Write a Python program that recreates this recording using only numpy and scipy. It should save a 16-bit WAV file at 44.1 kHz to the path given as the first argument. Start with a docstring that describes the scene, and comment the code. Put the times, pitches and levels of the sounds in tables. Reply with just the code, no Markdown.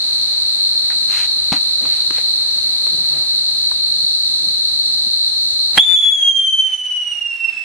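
"""A walled yard at night: crickets trill, feet knock and scuff away over concrete, a soft hiss fades.
A ground wheel, a firework tube that spins on the ground, catches with a pop. It whistles over
the roar of its jet, and the pitch sinks as the tube burns empty. The microphone's gain control
turns everything down at once and buries the crickets."""
import sys
import numpy as np
from scipy import signal
from scipy.fft import rfft, irfft, next_fast_len
from scipy.io import wavfile
from scipy.ndimage import map_coordinates

SR = 44100
rng = np.random.default_rng(int(sys.argv[2]) if len(sys.argv) > 2 else 0)


def unload_wav(signal):
    """Save mono or channel-first audio to the path in sys.argv[1] as 16-bit WAV at rate SR, clipped to [-1, 1]."""
    wavfile.write(
        sys.argv[1],
        SR,
        np.round(np.clip(np.atleast_2d(signal).T, -1, 1) * 32767).astype(np.int16),
    )


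N = 336904
TIME = np.arange(N) / SR

# The puffs that light the wheel. Each row: start in seconds, level in dB, seconds to fade by 60 dB.
PUFFS = [(5.7748, -6.5, 0.092), (5.777, -10.5, 0.095), (5.795, -18, 0.025)]
IGNITION_S = PUFFS[0][0]
# How alike left and right are. Each row: frequency in Hz, likeness (1 the same, -1 opposite).
LIKENESS = [(30, 1), (100, 0.893), (200, 0.57), (400, 0.0095), (1200, 0.175), (4000, -0.562),
            (10000, -0.652)]


def wheel():
    """A whistling, roaring tube swings round, so its pitch and level sway, more as it speeds up."""
    # The whistle sinks as the tube empties. Each row: time in seconds, pitch in Hz.
    whistle_pitch = [(5.83, 3570), (5.97, 3441), (6.09, 3400), (6.2, 3286), (6.4, 3176), (6.66, 3071),
                     (7.05, 2915), (7.4, 2722), (7.64, 2630)]
    # Each row: time in seconds, whistle level in dB.
    whistle_level = [(5.775, -11), (5.786, 15), (5.8, 19), (5.83, 6.5), (5.87, 15), (6.6, 20), (7.4, 10.5),
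                     (7.64, 10.5)]
    # Each row: multiple of the pitch, level in dB against the main tone.
    overtones = [(2, -23), (3, -31), (4, -50)]
    # Each row: time in seconds, turns a second.
    spin_speed = [(5.77, 9), (6.4, 13), (6.7, 14.7), (6.9, 17.5), (7.05, 20), (7.64, 24)]
    # The jet's roar. Each row: frequency in Hz, level in dB.
    jet_spectrum = [(25, -10), (150, -12.5), (300, -5), (480, -11.5), (800, -1), (1100, -7), (2300, 4.5),
                    (4000, -0.5), (5200, -7), (9000, -14.5), (13500, -13)]
    cold_flat_hz, warm_up_s = 400, .048
    radius_m, sound_m_per_s = .022, 343
    facing_s, swing_db = 6.668, 7.5  # when the mouth faces us; level sway at full speed
    burn_s = since(IGNITION_S)
    cold = np.clip(1 - burn_s / warm_up_s, 0, 1)
    lit = np.clip((TIME - PUFFS[-1][0]) / 0.013, 0, 1)
    pitch_hz = over_time(whistle_pitch) - cold_flat_hz * cold
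    level_db = over_time(whistle_level) - 25 * bump(5.791, half_s=.0025)  # it chokes once
    spin = over_time(spin_speed)
    angle = 2 * np.pi * np.cumsum(spin) / SR
    angle -= angle[round(facing_s * SR)]
    doppler = -2 * np.pi * spin * radius_m / sound_m_per_s * np.sin(angle)  # higher as the mouth nears
    waver = .0022 * wobble(40) * spin / 15 + .0055 * wobble(400)  # uneven burning roughens the tone
    phase = 2 * np.pi * np.cumsum(pitch_hz * (1 + doppler + waver)) / SR
    upper_tones = sum(amp(db + 0.56 * wobble(30)) * np.sin(k * phase) for k, db in overtones)
    tone = np.sin(phase) + lit * upper_tones
    tone *= np.sqrt(2) * amp(level_db + 2.03 * wobble(25)) * (burn_s > 0)
    beam = np.cos(angle) * spin / spin_speed[-1][1]  # the mouth beams its sound forward
    direct = amp(-5.5 + swing_db * beam) * tone
    echo = amp(-3) * yard_echo(amp(swing_db / 2 * beam) * tone, fade_s=0.223)
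    pan_db = -2.5 * burn_s - 16 * cold ** 4  # to the right while cold, then creeping right from centre
    whistle = (direct + echo) * amp([pan_db / 2, -pan_db / 2])
    roar_db = -14 + 3.5 * burn_s + 2.5 * bump(6.07, half_s=.05)  # grows, with one burst of sparks
    roar_level = lit * amp(roar_db + 0.76 * beam + 1.3 * wobble(15))
    roar = roar_level * hiss(jet_spectrum, [(400, 1.0), (1200, 0.766), (4000, 0.38), (10000, 0.12)])
    return whistle + roar + lit * amp(level_db - 35.5 + 5.4 * beam) * sputter()


def sputter():
    """The bright edge of the jet comes in uneven spits."""
    spits = amp(1.8 * wobble(32) + 1.2 * wobble(150))
    return spits * hiss([(3000, -33), (5500, -8.5), (9000, -3.5), (13000, -7.5)], [(4000, .4)])


def pop():
    """The charge catches in a few quick puffs over a short, low thump."""
    # Each row: frequency in Hz, level in dB.
    blast_spectrum = [(20, -60.5), (100, -31), (250, 1), (420, -16), (800, 3), (1150, -7.5), (1600, -1),
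                      (3000, -2.5), (6000, -24), (13500, -20)]
    puffs = sum(amp(db - 60 * since(start) / fade_s) * (1 - np.exp(-since(start) / .0012))
                for start, db, fade_s in PUFFS)
    burn_s = since(IGNITION_S)
    thump = amp(-15 - 60 * burn_s / 0.038) * np.sin(2 * np.pi * 250 * burn_s)
    return puffs * hiss(blast_spectrum, [(500, 1.0), (4000, 0.71)]) + thump


def feet():
    """Shoes knock on concrete with a short note and a bright crack, mixed with gritty noise."""
    # Each row: start in seconds, level in dB, pitch in Hz, crack level in dB against the knock.
    steps = [(0.904, -19, 1810, -4.5), (1.521, -13, 214, 1), (1.527, -11, 774, 2), (1.539, -20.5, 276, 1),
             (1.854, -31.5, 1234, 13), (2.106, -25.5, 339.4, 9.5), (2.183, -30, 529, 13.5),
             (2.868, -32.5, 441, 11.5), (2.941, -37.5, 191, -30), (3.716, -25, 1035, 0.5),
             (4.039, -37, 174, -30), (5.07, -30, 253, -13.5)]
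    # Gritty noise: short tails of the shoe knocks, and longer scuffs.
    # Each row: start in seconds, length in seconds, level in dB, centre frequency in Hz.
    tails_and_scuffs = [(0.906, 0.0299, -37, 1480), (1.085, 0.1856, -29, 2293),
                        (1.535, 0.0464, -33.5, 2000), (1.8, 0.0935, -39, 261), (1.807, 0.243, -40, 2610),
                        (2.116, 0.1137, -37.5, 2200), (2.878, 0.173, -43, 182.4), (3.08, 0.16, -44.5, 172),
                        (3.095, 0.168, -44, 800), (4.401, 0.127, -43, 190), (5.042, 0.072, -50, 224)]
    shoes, t = np.zeros(N), TIME[:SR // 3]
    for start, db, hz, crack_db in steps:
        crack_s = 0.175 * amp(0.804 * db)  # a harder knock rattles longer
        ring = amp(-60 * t * hz / 8)  # dies away in eight cycles
        knock = np.sin(2 * np.pi * hz * t) * ring * (1 - np.exp(-t / .001))
        burst = rng.standard_normal(len(t)) * amp(-60 * t / crack_s)
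        crack = filtered(burst, lambda f: resonance(1500, 3500)(f) ** 2)
        step = knock / abs(knock).max() + amp(crack_db) * crack / abs(crack).max()
        shoes[round(start * SR):][:len(t)] += amp(db - 2.0) * step
    for start, length, db, hz in tails_and_scuffs:
        band = resonance(hz, width_hz=1.45 * hz)
        grit = unit(filtered(rng.standard_normal(len(t)), lambda f: band(f) ** 2 + amp(-2.5) * band(f)))
        swell = abs(np.sin(np.pi * np.clip(t / length, 0, 1))) ** 0.55
        shoes[round(start * SR):][:len(t)] += amp(db) * grit * swell
    echo = spread(yard_echo(shoes, fade_s=0.13), [(100, 1.0), (1000, 0.286), (4000, .1)])
    return shoes + amp(-6.5) * echo


def crickets():
    """Wing strokes ring as a trill: one steady cricket nearby, and a blur of others at their own pace."""
    # The wing's main note. Each row: frequency in Hz, level in dB.
    wing_spectrum = [(2800, -61.5), (3300, -39.5), (3510, -25.5), (3790, -11), (4080, 0), (4240, 1),
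                     (4460, -7.5), (4800, -26), (5100, -30.5), (5600, -52.5)]
    # Its raspy overtones. Each row: frequency in Hz, level in dB.
    rasp_spectrum = [(6500, -25.5), (7500, -8.5), (8300, 1), (8900, -9.5), (9400, -8.5), (10000, -7),
                     (11000, -18.5)]
    near = wing_strokes(per_second=96.0, drift=.001, weaker_db=-5)
    far = [sum(wing_strokes(rate, drift=.01, weaker_db=-3) for rate in rng.uniform(80, 110, size=4))
           for side in range(2)]
    clicks = amp(-8.5) * yard_echo(near, fade_s=0.14) + amp(-13) * yard_echo(far, fade_s=0.423)
    clicks += amp(-33.5) * rng.standard_normal((2, N))  # the farthest merge into a hiss
    trill = np.array([coloured(side, wing_spectrum) + amp(-21.5) * coloured(side, rasp_spectrum)
                      for side in clicks])
    level_db = -16 - 10 * np.minimum(since(IGNITION_S) / .07, 1)  # the chorus hushes at the bang
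    return amp(level_db + [[.6], [-.6]]) * unit(spread(trill, LIKENESS))  # a little louder on the left


def wing_strokes(per_second, drift, weaker_db):
    """Each wing stroke makes one click; every other stroke is weaker."""
    stroke_count = np.cumsum(per_second * (1 + drift * wobble(3))) / SR + rng.random()
    starts = np.flatnonzero(np.diff(np.floor(stroke_count)))
    clicks = np.zeros(N)
    clicks[starts] = amp(weaker_db * (np.arange(len(starts)) % 2) + rng.normal(0, 2.5, len(starts)))
    return clicks


def soft_hiss():
    """A soft midrange hiss fades as the footsteps move off, and swells just before the charge catches."""
    fading = amp(-40.5 - 15 * since(3.25) + 0.36 * wobble(12))
    swell = amp(-19 - 497.5 * (IGNITION_S - TIME).clip(0)) * (TIME < IGNITION_S)
    return (fading + swell) * hiss([(300, -18.5), (500, -14.5), (900, -14.5), (1300, -16),
                                    (2200, -14.0), (3500, -14.0), (6000, -20)])


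def night():
    """A distant rumble lies under the high hiss of the air."""
    # In both, each row: frequency in Hz, level in dB.
    rumble_spectrum = [(15, -10.5), (49, -1), (147, -10.5), (250, -6.5), (480, -16), (800, -10.5),
                       (1080, -16.5), (3200, -11), (6000, -40)]
    air_spectrum = [(3000, -41), (4800, -7), (5500, 7.5), (6500, 8.5), (8000, -4.5), (10500, -3),
                    (12500, 2)]
    rumble = amp(-44 + 0.37 * wobble(4.6)) * hiss(rumble_spectrum)
    air = amp(-38.5 + 0.91 * wobble(6)) * hiss(air_spectrum)
    return rumble + air


def yard_echo(x, fade_s):
    """The walls answer with a dense echo, one for each side, that falls 60 dB in fade_s."""
    t = TIME[:SR // 3]
    tail = rng.standard_normal((2, len(t))) * amp(-60 * t / fade_s) * (t > .004)
    return signal.fftconvolve(np.atleast_2d(x), tail / np.linalg.norm(tail[0]), axes=1)[:, :N]


def hiss(spectrum, likeness=LIKENESS):
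    """Stereo noise shaped by (Hz, dB) points and (Hz, left-right likeness) points."""
    return coloured(spread(rng.standard_normal((2, N)), likeness), spectrum)


def spread(pair, likeness):
    """Mix two unrelated signals into left and right, as alike as the table says."""
    def weights(hz):
        turn = np.arccos(np.clip(over_frequency(likeness, hz), -1, 1)) / 2
        return np.array([np.cos(turn), np.sin(turn)])
    mid, side = filtered(pair, weights)
    return np.array([mid + side, mid - side])


def coloured(x, spectrum):
    """Shape a sound by (Hz, dB) points and give it an average power of 1."""
    return unit(filtered(x, lambda hz: amp(over_frequency(spectrum, hz))))


def filtered(x, response):
    """Multiply each frequency in a sound by response(hz)."""
    size = next_fast_len(x.shape[-1] + 8192)
    return irfft(rfft(x, size) * response(np.fft.rfftfreq(size, 1 / SR)), size)[..., :x.shape[-1]]


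def resonance(centre_hz, width_hz):
    """A response that lets one band of frequencies through."""
    return lambda f: 1j * f * width_hz / (centre_hz ** 2 - f * f + 1j * f * width_hz)


def over_frequency(points, hz):
    """Join (Hz, value) points on a log frequency scale."""
    freqs, values = np.transpose(points)
    return np.interp(np.log(hz + 1), np.log(freqs + 1), values)


def over_time(points):
    """Join (seconds, value) points with straight lines."""
    return np.interp(TIME, *np.transpose(points))


def wobble(rate):
    """A smooth curve through `rate` random points a second."""
    return map_coordinates(rng.standard_normal(int(N * rate / SR) + 4), [TIME * rate])


def since(start):
    """Seconds after a moment, 0 before it."""
    return np.maximum(TIME - start, 0)


def bump(at_s, half_s):
    """A smooth peak of height 1."""
    return np.exp(-((TIME - at_s) / half_s) ** 2)


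def amp(db):
    """Turn decibels into a multiplier."""
    return 10 ** (np.asarray(db) / 20)


def unit(x):
    """Scale a sound to an average power of 1."""
    return x / np.sqrt(np.mean(x ** 2) + 1e-20)


def scene():
    """Everything that sounds in the yard, in stereo."""
    return crickets() + soft_hiss() + night() + feet() + wheel() + pop()


def record(dry):
    """Gain control drops quickly at a loud sound and stays down; peaks that slip through clip softly."""
    # The microphone's treble falls away. Each row: frequency in Hz, gain in dB.
    treble_loss = [(10500, 0), (11300, -2.5), (12800, -6.5), (13600, -21)]
    limit_db, top_hz = -11.5, 13600
    loudness = np.sqrt(signal.lfilter([.001], [1, .001 - 1], np.mean(dry ** 2, 0)))
    loudest_so_far = np.maximum.accumulate(loudness + 1e-9)
    turned_down = dry * np.minimum(1, amp(limit_db) / loudest_so_far)
    clipped = turned_down / (1 + abs(turned_down) ** 6) ** (1 / 6)
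    return filtered(clipped, lambda hz: amp(over_frequency(treble_loss, hz)) * (hz < top_hz))


dry = scene()
out = record(dry)
unload_wav(out)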